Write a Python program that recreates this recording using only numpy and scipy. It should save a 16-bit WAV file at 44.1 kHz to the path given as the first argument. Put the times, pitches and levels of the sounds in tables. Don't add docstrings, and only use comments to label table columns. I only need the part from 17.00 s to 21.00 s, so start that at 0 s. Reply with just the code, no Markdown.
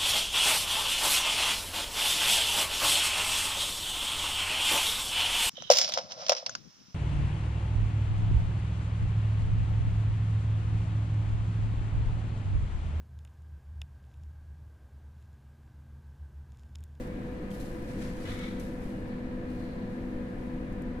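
import sys
import numpy as np
from scipy.fft import rfft, irfft, next_fast_len
from scipy.io import wavfile
from scipy.ndimage import map_coordinates

SR = 44100
rng = np.random.default_rng(int(sys.argv[2]) if len(sys.argv) > 2 else 0)


def wav_record(signal):
    frames = np.transpose(np.atleast_2d(signal))
    bounded = np.clip(frames, -1, 1)
    quanta = np.round(bounded * 32767).astype(np.int16)
    wavfile.write(sys.argv[1], SR, quanta)


N = 176400
TIME = np.arange(N) / SR


# (t/s, level/dB)
FUNDAMENTAL = [(0, -47.5), (.7, -51.5), (1.3, -45.5), (1.6, -44), (1.85, -42.5), (3.2, -42.2), (4, -44.8)]
# (number, initial level/dB, slope/(dB/s), left-right/dB, left phase lead/rad, waver/dB)
HARMONICS = [(2, -46.6, -0.6374, -3, 0.66, 0.5), (4, -70, 1.54, 7.5, 1.78, 1.5)]
def rotor(pitch_hz=248.36, drift=0.002753, flutter=0.002107, waver_db=1.37):
    hz = pitch_hz * (1 + drift * wobble(6) + flutter * wobble(35.097))
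    phase = 2 * np.pi * np.cumsum(hz) / SR
    hum = amp(curve(FUNDAMENTAL) + waver_db * wobble(12)) * pan(db=3) * np.sin(phase)
    for number, db, slope, balance, lead, depth_db in HARMONICS:
        envelope = amp(db + slope * TIME + depth_db * wobble(14))
        hum += envelope * pan(balance) * np.sin(number * phase + np.array([[lead], [0]]))
    return np.sqrt(2) * hum


# (f/Hz, relative density/dB)
ROAR_SPECTRUM = [(12, 1), (40, 1.62), (78, -5.5), (105, -1.5), (135, -7), (170, -2.7), (225, -4), (275, -6),
                 (335, -6), (380, -13), (440, -13.5), (550, -14), (640, -21.5), (715, -16.5), (830, -24),
                 (960, -21), (1170, -26.5), (1400, -25.5), (1750, -23.5), (2400, -32), (3100, -37),
                 (4200, -40.5), (5200, -47), (10000, -52), (15000, -61)]
# (f/Hz, correlation)
ROAR_COHERENCE = [(100, 0.98), (200, 0.979), (300, 0.904), (620, 0.655), (900, 0.142), (1400, -0.307),
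                  (3000, 0.11), (12000, -0.078)]
# (f/Hz, half-width/Hz, level/dB, left-right/dB)
HOUSING_MODES = [(33.46, 4.2, -51.5, 3), (197.9, 8.38, -46.8, 1.18), (250.6, 15.5, -53, 2),
                 (290.1, 11.9, -56.5, 2.5), (321, 9, -51.5, 1), (493.2, 37.3, -58.5, -5.5),
                 (546.6, 17.3, -59.5, -0.5)]
WHINE_BANDS = [(1219.4, 5.6, -72, 1.5), (1269.2, 5.6, -72.5, -0.5), (1633, 7.3, -68, 2.5),
               (1737.2, 9, -67.5, 1), (1940, 8.2, -77.5, 0.5), (1995.5, 11, -73.5, 5.5),
               (2269.4, 9.3, -72.5, -0.5), (2463.6, 7.4, -72, -1.5), (2849, 10, -77.5, 3)]
def machine(shadow_hz=2430, shadow_db_per_s=0.5):
    roar = amp(-38) * broadband(ROAR_SPECTRUM, ROAR_COHERENCE)
    sound = roar + resonances(HOUSING_MODES, ROAR_COHERENCE) + resonances(WHINE_BANDS, NEAR_COHERENCE)
    lows = filtered(sound, lambda hz: 1 / (1 + (hz / shadow_hz) ** 4))
    treble_gain = amp(-shadow_db_per_s * (TIME - N / SR / 2))
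    return lows + (sound - lows) * treble_gain


# (f/Hz, relative density/dB)
SCRAPE_SPECTRUM = [(500, -29), (1000, -2), (1300, 2.5), (1550, -1.5), (2050, 1), (2700, -4.5), (3200, -3),
                   (3800, -2.5), (4600, -13), (6000, -14), (9000, -40), (15000, -43)]
# (f/Hz, half-width/Hz, weight in push 1/dB, weight in push 2/dB, left-right/dB)
METAL_MODES = [(1313.6, 25, -9, -8.5, 2.5), (1717, 13.6, -11, -17.5, 0), (1987.4, 20, -7, -5, 5),
               (2212, 13, -11, -3.5, 3), (2359, 15, -21.5, -11.5, -1.5), (2948, 28, -12, -24.5, -1),
               (3256, 17, -21.5, -12.5, 2), (3490, 18, -13.5, -15.5, -2), (3690, 46, -16, -12, 0),
               (3877, 30, -21, -11.5, 1.5), (4100, 31, -18, -17, 6)]
# (t/s, level/dB)
PUSH_1 = [(1.244, -80), (1.254, -47), (1.33, -47), (1.375, -51), (1.45, -85)]
PUSH_2 = [(1.372, -84), (1.39, -47.5), (1.425, -45.5), (1.485, -47.5), (1.52, -55), (1.61, -57),
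          (1.65, -66), (1.8, -83)]
def scrape(slip_hz=169.04, slip_db=1.7):
    out = np.zeros((2, N))
    hz, width, first_db, second_db, balance = np.transpose(METAL_MODES)
    for push, mode_db in ((PUSH_1, first_db), (PUSH_2, second_db)):
        friction = broadband(SCRAPE_SPECTRUM, NEAR_COHERENCE)
        ring = resonances(zip(hz, width, mode_db, balance), NEAR_COHERENCE)
        roughness = amp(slip_db * wobble(slip_hz))
        touching = (TIME > push[0][0]) & (TIME < push[-1][0])
        out += touching * amp(curve(push)) * unit((friction + ring) * roughness)
    return out


# (t/s, rise/s, 20 dB decay/s, level/dB)
RUSTLE_STROKES = [(0, 0.007, 0.17, -58.5), (.05, 0.158, 3.1, -70.5), (.5, 0.0136, 0.6, -59),
                  (.532, 0.012, 0.0466, -58.5), (.588, .015, 0.18, -56), (.645, .012, 0.26, -60.5),
                  (.75, 0.07, 0.75, -64.5), (1.1, 0.123, 0.12, -61.5), (1.25, .055, .15, -60),
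                  (1.593, .012, 0.324, -58.5), (1.75, 0.094, 0.38, -63), (2.06, 0.028, 0.01, -66),
                  (2.46, 0.046, 0.5, -67.5), (2.55, 0.047, 0.3, -68.5), (2.85, 0.055, 2.3, -72),
                  (3.34, 0.078, 0.49, -72)]
SLEEVE_STROKES = [(.865, 0.028, 0.36, -55.5), (.965, 0.06, 0.28, -49.2), (1.12, 0.197, 0.4956, -50),
                  (1.37, 0.024, 0.48, -65.5)]
FINGER_STROKES = [(2.07, 0.02, 0.55, -70.5), (2.4, 0.25, 0.72, -66.5)]
# (f/Hz, relative density/dB)
RUSTLE_SPECTRUM = [(1000, -10), (3000, 1), (4500, 1), (7000, -2), (11000, -2), (15000, -9)]
SLEEVE_SPECTRUM = [(400, -9), (1100, -0.5), (1900, 5.5), (2800, -3), (4300, -3.5), (6000, -7), (11000, -11),
                   (15000, -22.5)]
FINGER_SPECTRUM = [(2500, -23), (3600, -9.5), (4200, 2), (4900, -9.5), (8000, -28.5)]
def rubbing(strokes, spectrum, grain_hz=600, grain_db=2):
    friction = broadband(spectrum, NEAR_COHERENCE)
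    grain = amp(grain_db * wobble(grain_hz))
    return stroke_envelope(strokes) * unit(friction * grain)


# (t/s, level/dB, left-right/dB, T60/s)
CONTACTS = [(.5035, -57.5, 0, 0.039), (.514, -57.5, 0.5, .025), (.541, -58, 0.5, .07), (.6, -53, 0, .05),
            (.61, -54.5, 0.5, .04), (1.388, -54.5, 2.5, .05), (1.597, -48.5, 4, 0.0595),
            (3.725, -62.5, 3, 0.048), (3.82, -53, 8, 0.0177)]
# (f/Hz, relative density/dB)
CLICK_SPECTRUM = [(1500, -14), (4500, -3), (6500, 1.5), (10000, -1.5), (15000, -7)]
def clicks():
    envelope = sum(pan(balance) * impact(start, db, t60) for start, db, balance, t60 in CONTACTS)
    return envelope * broadband(CLICK_SPECTRUM, NEAR_COHERENCE)


# (t/s, f/Hz, level/dB, T60/s)
PLASTIC_SNAPS = [(.5138, 3202, -42, .013), (.6105, 4070, -42, .012)]
def snaps():
    return sum(impact(start, db, t60) * np.sin(2 * np.pi * hz * (TIME - start))
               for start, hz, db, t60 in PLASTIC_SNAPS)


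# (t/s, rise/s, 20 dB decay/s, level/dB)
HAND_STROKES = [(.3, 0.069, 0.49, -43.5), (.88, 0.101, 0.43, -40.5), (1.18, 0.077, .25, -43.5)]
# (f/Hz, relative density/dB)
SWELL_SPECTRUM = [(15, -5.5), (35, 3), (70, -7), (120, -19), (200, -6), (290, -9), (450, -27),
                  (1000, -59.5), (3000, -90)]
def hand_swells():
    return stroke_envelope(HAND_STROKES) * broadband(SWELL_SPECTRUM, ROAR_COHERENCE)


# (f/Hz, left-right/dB)
STEREO_BALANCE = [(60, 1.34), (200, 1.13), (380, 1.5), (700, -1.5), (1290, 2.5), (2400, 3.5), (4400, 0.9),
                  (8000, 2.5), (15000, -0.5)]
# (f/Hz, correlation)
NEAR_COHERENCE = [(700, 0.43), (1400, -0.157), (3000, 0.038), (12000, 0.01)]
def broadband(spectrum, coherence):
    return noise(lambda hz: amp(along(spectrum, hz)) * pan(along(STEREO_BALANCE, hz)), coherence)


def resonances(modes, coherence):
    return sum(amp(db) * pan(balance) * noise(lambda hz: 1 / (1 + ((hz - f0) / width) ** 2), coherence)
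               for f0, width, db, balance in modes)


def noise(gain, coherence):
    hz = np.fft.rfftfreq(N, 1 / SR)
    angle = np.arccos(np.clip(along(coherence, hz), -1, 1)) / 2
    mid, side = rfft(rng.standard_normal((2, N))) * [np.cos(angle), np.sin(angle)]
    return unit(irfft(np.array([mid + side, mid - side]) * gain(hz), N))


def stroke_envelope(strokes):
    power = np.zeros(N)
    for start, rise, fade, db in strokes:
        attack = np.clip((TIME - start) / rise, 0, 1)
        decay = amp(db - 20 * np.maximum(TIME - start - rise, 0) / fade)
        power += (attack * decay) ** 2
    return np.sqrt(power)


def impact(start, db, t60, rise_s=0.00079):
    age = np.maximum(TIME - start, 0)
    return amp(db - 60 * age / t60) * (1 - np.exp(-age / rise_s))


def amp(db):
    return 10 ** (np.asarray(db) / 20)


def unit(x):
    return x / np.sqrt(np.mean(x ** 2) + 1e-20)


def along(points, hz):
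    f, values = np.transpose(points)
    return np.interp(np.log(hz + 1), np.log(f + 1), values)


def curve(points):
    return np.interp(TIME, *np.transpose(points))


def wobble(rate):
    return map_coordinates(rng.standard_normal(int(N * rate / SR) + 4), [TIME * rate])


def pan(db):
    return amp(np.array([[.5], [-.5]]) * db)


def filtered(x, response):
    size = next_fast_len(N + SR // 4)
    return irfft(rfft(x, size) * response(np.fft.rfftfreq(size, 1 / SR)), size)[..., :N]


def scene():
    clothing = rubbing(RUSTLE_STROKES, RUSTLE_SPECTRUM) + rubbing(SLEEVE_STROKES, SLEEVE_SPECTRUM)
    finger = rubbing(FINGER_STROKES, FINGER_SPECTRUM)
    swells = hand_swells()
    return rotor() + machine() + scrape() + clothing + finger + clicks() + snaps() + swells


def record(dry):
    return filtered(dry, lambda hz: hz < 15500)


dry = scene()
out = record(dry)
wav_record(out)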